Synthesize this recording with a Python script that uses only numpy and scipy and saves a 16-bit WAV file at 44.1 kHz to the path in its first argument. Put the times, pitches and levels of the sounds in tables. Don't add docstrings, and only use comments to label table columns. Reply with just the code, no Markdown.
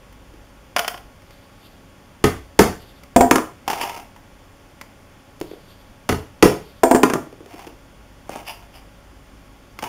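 import sys
import numpy as np
from scipy import signal
from scipy.fft import rfft, irfft, next_fast_len
from scipy.io import wavfile
from scipy.ndimage import uniform_filter1d, map_coordinates

SR = 44100
rng = np.random.default_rng(int(sys.argv[2]) if len(sys.argv) > 2 else 0)


def store_wav(level_fs):
    pcm = np.round(np.clip(np.atleast_2d(level_fs), -1, 1) * 32767)
    wavfile.write(sys.argv[1], SR, pcm.T.astype(np.int16))


N = 435708
SIZE = 32768
T, HZ = np.arange(SIZE) / SR, np.fft.rfftfreq(SIZE, 1 / SR)
TIME = np.arange(N) / SR


# (time [s], crack level [dB], delay to seating [s],
# bench level [dB], board level [dB], delay to rebound [s], rebound gain [dB])
BLOWS = [(2.2402, 15, 0.0019, -17, -9, 0.013, -6.5), (2.5906, 22.5, .0025, -16.5, -1.5, .018, -13),
         (6.09, 12, .007, -22, -13.5, .035, -3), (6.4251, 22, .003, -19.5, 5, 0.031, -8.5)]
# (frequency [Hz], level [dB])
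BLOW_SPECTRUM = [(30, -50), (70, 0), (120, 5.5), (190, 15.5), (420, 5), (900, 9.5), (1400, 5), (2000, 4.5),
                 (2600, -0.5), (4500, -2), (7000, -6.5), (11000, -10.5), (15500, -15.5)]
# (frequency [Hz], level [dB], T60 [s])
BENCH_MODES = [(59.7, -21.5, 1), (90, 6.5, 0.1), (132, 1, 0.13), (187.4, -3.5, 0.13), (256.6, -0.5, .17),
               (305, -14, 0.38), (1252, 2, 0.071), (2010, 2.5, 0.041)]
BOARD_MODES = [(183.6, -15, 0.088), (331, 1, 0.048), (370, -2, 0.033), (416, -3.5, 0.085),
               (458.5, 2.5, 0.036), (548, -2, 0.016), (704, -14.5, 0.092), (940, -28, 0.055)]

def mallet_blows():
    track = np.zeros(N)
    for start, crack_db, seat_s, bench_db, board_db, rebound_s, rebound_db in BLOWS:
        strike = amp(crack_db) * crack(BLOW_SPECTRUM, t60=0.023, attack=0.003)
        add(track, start, reverberate(strike, wet_db=-1.5))
        for delay, db in [(seat_s, 0), (rebound_s, rebound_db)]:
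            dull_crack = amp(crack_db - 6.5) * crack(BLOW_SPECTRUM, t60=0.021, tilt=-1.5, attack=0.00083)
            bench = amp(bench_db) * ring(BENCH_MODES, attack=0.00066)
            board = amp(board_db) * ring(BOARD_MODES, attack=0.00048)
            add(track, start + delay, amp(db) * reverberate(dull_crack + bench + board, wet_db=-7.5))
    return track


# (time [s], level [dB])
HEAD_HITS = [(3.1615, 22), (3.2078, 19.5), (3.222, 2.5), (6.8335, 19), (6.911, 17.5), (6.947, 16),
             (6.959, 10.5)]
# (frequency [Hz], level [dB])
HEAD_SPECTRUM = [(30, -23), (70, -13), (170, -3), (260, 6), (750, 12), (1200, 1), (1700, 0.5), (2600, -9.5),
                 (4500, -13), (6400, -12), (7400, -4.5), (8800, -9.5), (10500, -17), (15500, -14.5)]
# (frequency [Hz], level [dB], T60 [s])
HEAD_MODES = [(253, -6, 0.09), (257, -0.5, 0.19), (339, 0, 0.079), (425, 4, 0.039), (503, -4.5, 0.12),
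              (682, 0.5, 0.15), (762, -4, 0.11), (796, -15, 0.22), (962, 1, 0.039), (1575, -13.5, 0.064),
              (7250, -23, 0.2), (7650, -18, 0.1), (8500, -17.5, 0.11), (8900, -25, 0.12)]

def mallet_head():
    return impacts(HEAD_HITS, HEAD_SPECTRUM, HEAD_MODES,
                   ring_db=-26.5, t60=0.024, attack=0.0032, wet_db=-5.5)


# (time [s], level [dB], tilt [dB/octave])
HANDLE_HITS = [(3.3108, 19, 0.5), (3.357, 11, 1), (3.382, 6, -2), (7.0325, 18.5, -0.5), (7.099, 7.5, -1.5),
               (7.1355, 6.5, 0.5), (7.155, 3, -9.5)]
# (frequency [Hz], level [dB])
HANDLE_SPECTRUM = [(30, -26), (75, -9), (130, 5.5), (260, 14), (450, 9.5), (750, 11.5), (1200, 13),
                   (1600, 7), (2200, 5.5), (3200, -2), (4500, -5.5), (7000, -3.5), (9500, -7),
                   (15500, -14.5)]
# (frequency [Hz], level [dB], T60 [s])
HANDLE_MODES = [(180, -15.5, 0.14), (254, 1.5, 0.087), (315, -2, 0.19), (388, 1, 0.075), (453, -0.5, 0.067),
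                (1005, -3, 0.064), (1210, -7, 0.1), (1372, -10, 0.13), (1650, -13, 0.098)]

def mallet_handle():
    return impacts(HANDLE_HITS, HANDLE_SPECTRUM, HANDLE_MODES,
                   ring_db=-27.5, t60=0.027, attack=0.00033, wet_db=-6.5)


# (time [s], level [dB], tilt [dB/octave])
CLAMP_HITS = [(.763, 9.5, 0.5), (.770, 4.5, -2), (.7835, -3, 2.5), (.7915, 5.5, 2), (.846, -5, 0),
              (.8785, 2, 2.5), (.9424, -6, -3.5), (.9758, -16, 0.5)]
# (frequency [Hz], level [dB])
CLAMP_SPECTRUM = [(40, -29), (150, -3.5), (400, 2), (750, 14.5), (1050, 8.5), (1500, 9), (3100, 6.5),
                  (4000, -2), (5000, 2.5), (7000, -8), (11000, -9), (15500, -12)]
# (frequency [Hz], level [dB], T60 [s])
CLAMP_MODES = [(457, -12, 0.18), (698, 5, 0.059), (790, -9, 0.067), (1063, -1.5, 0.05), (1426, -5.5, 0.12),
               (3050, 3, 0.022)]

def tossed_clamp():
    return impacts(CLAMP_HITS, CLAMP_SPECTRUM, CLAMP_MODES,
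                   ring_db=-29, t60=0.019, attack=0.0028, wet_db=-7.0)


# (time [s], level [dB])
TUB_HITS = [(3.678, 5.5), (3.700, 5), (3.711, 0.5), (3.731, 1), (3.812, 1.5), (3.823, -4), (3.834, -1.5),
            (3.895, -3.5), (3.9974, -13), (4.162, -21), (7.592, -14), (7.645, -20), (7.672, -15.5),
            (9.824, -3), (9.838, -1)]
# (frequency [Hz], level [dB])
TUB_SPECTRUM = [(40, -5), (150, 1), (350, 9.5), (550, 6.5), (880, 16), (1400, 4), (2800, 6), (4000, -4),
                (5400, -0.5), (7000, -6), (11000, -8.5), (15500, -10)]
# (frequency [Hz], level [dB], T60 [s])
TUB_MODES = [(343, -7, 0.018), (700, -3, 0.11), (812, 2.5, 0.1), (919, 0, 0.14), (963, -1, 0.06),
             (965, -5, 0.073)]

def tub_hits():
    return impacts(TUB_HITS, TUB_SPECTRUM, TUB_MODES, ring_db=-33, t60=0.029, attack=0.0011, wet_db=-3.5)


# (time [s], duration [s], level [dB])
STIRS = [(3.705, 0.18, -36), (3.95, 0.032, -37.5), (7.51, 0.13, -45.5), (8.315, 0.076, -39.5),
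         (8.48, 0.15, -52.5), (9.83, .05, -41)]
# (time [s], duration [s], level [dB])
SLIDES = [(3.812, 0.018, -28.5), (8.484, 0.0059, -28), (8.745, 0.027, -45.5)]
# (frequency [Hz], level [dB])
SLIDE_SPECTRUM = [(100, -27), (550, -1), (820, 10), (1400, -5.5), (2100, -0.5), (2900, 7), (3400, -3),
                  (4100, -10), (5000, 1), (6500, -16.5), (11000, -9.5), (15500, -15)]

def rummaging():
    tub_response = crack(TUB_SPECTRUM, t60=0.015) + amp(-33.5) * ring(TUB_MODES)
    rattle = unit(signal.fftconvolve(ticks(per_second=370, spread_db=1.0), tub_response)[:N])
    rattle *= swell(STIRS, rise=0.14, fall=0.21)
    rasp = coloured(ticks(per_second=1400, spread_db=0.0), SLIDE_SPECTRUM)
    rasp *= swell(SLIDES, rise=0.078, fall=0.15)
    return reverberate(rattle + rasp, wet_db=-6.0)


# (time [s], level [dB])
BUMPS = [(8.2933, -2.5), (8.359, -3.5), (8.429, -23), (9.829, -3.5)]
# (frequency [Hz], level [dB])
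BUMP_SPECTRUM = [(40, -10), (130, 11), (240, 13.5), (450, 13), (720, 20), (1000, 9), (1500, 2), (2800, -11),
                 (5000, -10), (9000, -7.5), (15500, -24)]

def knuckle_bumps():
    return impacts(BUMPS, BUMP_SPECTRUM, TUB_MODES, ring_db=-43.5, t60=0.013, attack=0.00034, wet_db=-6)


# (time [s], level [dB], tilt [dB/octave])
NUDGES = [(.338, -19, 1), (5.4012, -22, 6), (5.4128, 3.5, 0.5), (5.513, -9.5, -2), (5.535, -16, -4.5),
          (7.27, -14, -5), (7.327, -12.5, -1), (7.406, -13.5, -2.5), (7.46, -11.5, 1), (7.54, -9, -0.5),
          (7.668, -8.5, 1)]
# (frequency [Hz], level [dB])
NUDGE_SPECTRUM = [(30, -39), (150, -14), (300, 20.5), (450, 12.5), (700, 4), (1200, -5), (3000, -6.5),
                  (7000, -15.5), (15500, -21)]

def mallet_nudges():
    return impacts(NUDGES, NUDGE_SPECTRUM, BOARD_MODES,
                   ring_db=-25.5, t60=0.012, attack=0.00039, wet_db=-5.5)


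# (time [s], level [dB], tilt [dB/octave])
SMALL_CLICKS = [(.1252, -27, 4.5), (1.2192, -25, 2.5), (1.3065, -21.5, 3.5), (3.0346, -20, 4.5),
                (4.812, -6.5, 2.5), (9.789, -3.5, 2)]
# (frequency [Hz], level [dB])
PEG_SPECTRUM = [(40, -14), (300, 11), (750, 2), (1100, 12), (1750, 1.5), (2250, 5), (3000, -4.5),
                (5000, -7), (7000, -15), (10500, -18), (15500, -19)]
# (frequency [Hz], level [dB], T60 [s])
PEG_MODES = [(1063, -8, .06), (1530, -12, 0.053), (2090, 4, 0.039)]

def small_clicks():
    return impacts(SMALL_CLICKS, PEG_SPECTRUM, PEG_MODES,
                   ring_db=-33, t60=0.023, attack=0.0011, wet_db=-8.5)


# (time [s], duration [s], level [dB])
BRUSHES = [(1.33, 0.073, -57), (1.645, 0.033, -54), (2.82, 0.1, -55.5), (5.47, 0.044, -57),
           (5.66, 0.12, -57), (6.66, 0.052, -52.5)]
# (frequency [Hz], level [dB])
CLOTH_SPECTRUM = [(500, -24), (2700, -1.5), (3600, 5.5), (4700, 3.5), (5800, -25), (8000, -8), (10000, -19),
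                  (12000, -1), (15500, -22)]

def brushing():
    hiss = coloured(rng.standard_normal(N), CLOTH_SPECTRUM)
    flicker = amp(3.8 * wobble(33))
    return swell(BRUSHES, rise=0.32, fall=0.45) * hiss * flicker


# (frequency [Hz], relative spectral density [dB])
AIR_SPECTRUM = [(12, -55), (20, 1.5), (59, -2.5), (76, -6.5), (252, -9.5), (478, -16.5), (549, -11),
                (667, -17), (834, -17), (1200, -20), (1410, -20.5), (3540, -26), (3960, -27.5),
                (4680, -29.5), (15500, -39)]
# (frequency [Hz], level [dB])
MOTOR_PARTIALS = [(98, -59), (272, -61.5), (570.6, -67), (839.8, -66), (1109, -66), (1410, -70),
                  (3365, -75.5)]
# (time [s], duration [s], level [dB])
HUM_SPELLS = [(0, 1.09, -51), (7.72, 2.4, -52)]

def background():
    air = amp(-47.5) * coloured(rng.standard_normal(N), AIR_SPECTRUM)
    air = filtered(air, lambda hz: 1 - 0.29 * np.exp(-(hz / 55) ** 4))
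    whine = sum(amp(db) * np.sin(2 * np.pi * hz * TIME + 1.1 * wobble(6.3)) for hz, db in MOTOR_PARTIALS)
    hum = swell(HUM_SPELLS, rise=0.14, fall=0.14) * np.sin(2 * np.pi * 50 * TIME)
    return air + np.sqrt(2) * (whine + hum)


# (frequency [Hz], T60 [s])
ROOM_T60 = [(60, 0.48), (250, 0.22), (500, 0.35), (1000, 0.31), (3000, 0.35), (8000, 0.31), (15000, 0.31)]
# (frequency [Hz], level [dB])
ROOM_SPECTRUM = [(60, 2), (250, 0.5), (1000, 0), (3000, -4), (8000, -0.5), (15000, 2)]

def reverberate(x, wet_db, build_s=0.0084):
    hz, t, bands = signal.stft(rng.standard_normal(SIZE), SR, nperseg=256)
    decay = fade(t, along(ROOM_T60, hz)[:, None])
    gain = amp(along(ROOM_SPECTRUM, hz))[:, None]
    tail = signal.istft(bands * decay * gain, SR, nperseg=256)[1][:SIZE]
    tail *= 1 - np.exp(-(T / build_s) ** 2)
    return x + amp(wet_db) * signal.fftconvolve(x, tail / np.linalg.norm(tail))[:len(x)]


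def impacts(rows, spectrum, modes, ring_db, t60, attack, wet_db):
    track = np.zeros(N)
    for start, db, *tilt in rows:
        hit = crack(spectrum, t60, *tilt, attack=attack) + amp(ring_db) * ring(modes)
        add(track, start, amp(db) * reverberate(hit, wet_db))
    return track


def crack(spectrum, t60, tilt=0, attack=0.0003, ragged_db=1.8):
    burst = rfft(rng.standard_normal(SIZE) * fade(T, t60) * (1 - np.exp(-T / attack)))
    envelope = np.sqrt(np.abs(uniform_filter1d(np.abs(burst) ** 2, size=220)))
    ragged = ragged_db * np.minimum(HZ / 2000, 1) * map_coordinates(rng.standard_normal(100), [HZ / 230])
    slope = tilt * np.log2(np.maximum(HZ, 450) / 1000)
    return irfft(burst * causal(amp(along(spectrum, HZ) + slope + ragged) / envelope))


def ring(modes, scatter_db=-1.0, detune=0.0084, attack=0.00049):
    hz, db, t60 = np.transpose(modes)[:, :, None]
    level, pitch, side = rng.standard_normal((len(modes), 3)).T[:, :, None]
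    t = T[:SIZE // 2]
    amplitude = np.sign(side) * amp(db + scatter_db * level)
    waves = amplitude * fade(t, t60) * np.sin(2 * np.pi * hz * (1 + detune * pitch) * t)
    return np.pad(waves.sum(0) * (1 - np.exp(-t / attack)), (0, SIZE // 2))


def causal(gain):
    cepstrum = irfft(np.log(np.maximum(gain, 1e-6)))
    cepstrum[1:SIZE // 2] *= 2
    cepstrum[SIZE // 2 + 1:] = 0
    return np.exp(rfft(cepstrum))


def ticks(per_second, spread_db):
    occurs = rng.random(N) < per_second / SR
    return occurs * rng.choice([-1, 1], N) * amp(spread_db * rng.standard_normal(N))


def swell(rows, rise, fall):
    return sum(amp(db) * fade(np.maximum(start - TIME, 0), rise)
               * fade(np.maximum(TIME - start - duration, 0), fall) for start, duration, db in rows)


def fade(t, t60):
    return np.exp(-np.log(1000) * t / t60)


def wobble(rate):
    return map_coordinates(rng.standard_normal(int(N * rate / SR) + 4), [TIME * rate])


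def filtered(x, gain):
    size = next_fast_len(N + 8192)
    return irfft(rfft(x, size) * gain(np.fft.rfftfreq(size, 1 / SR)), size)[:N]


def coloured(x, spectrum):
    return unit(filtered(x, lambda hz: amp(along(spectrum, hz))))


def along(points, hz):
    frequencies, values = np.transpose(points)
    return np.interp(np.log(hz + 1), np.log(frequencies + 1), values)


def add(track, start, sound):
    part = track[max(round(start * SR), 0):][:len(sound)]
    part += sound[:len(part)]


def amp(db):
    return 10 ** (np.asarray(db) / 20)


def unit(x):
    return x / np.sqrt(np.mean(x ** 2) + 1e-20)


def scene():
    mallet_at_rest = mallet_head() + mallet_handle() + mallet_nudges()
    handling = tossed_clamp() + small_clicks() + tub_hits() + knuckle_bumps()
    return (mallet_blows() + mallet_at_rest + handling + rummaging() + brushing() + background())[None]


# (frequency [Hz], width [Hz], gain [dB])
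TREBLE_NOTCHES = [(3995, 350, -7), (8005, 356, -10), (12020, 200, -18)]

def record(dry):
    notched = filtered(dry[0], lambda hz: amp(sum(db * np.exp(-((hz - centre) / width) ** 2)
                                                  for centre, width, db in TREBLE_NOTCHES)))
    saturated = notched / (1 + np.abs(notched) ** 8) ** (1 / 8)
    return filtered(saturated, lambda hz: 1 / (1 + (hz / 15650) ** 160))[None]


dry = scene()
out = record(dry)
store_wav(out)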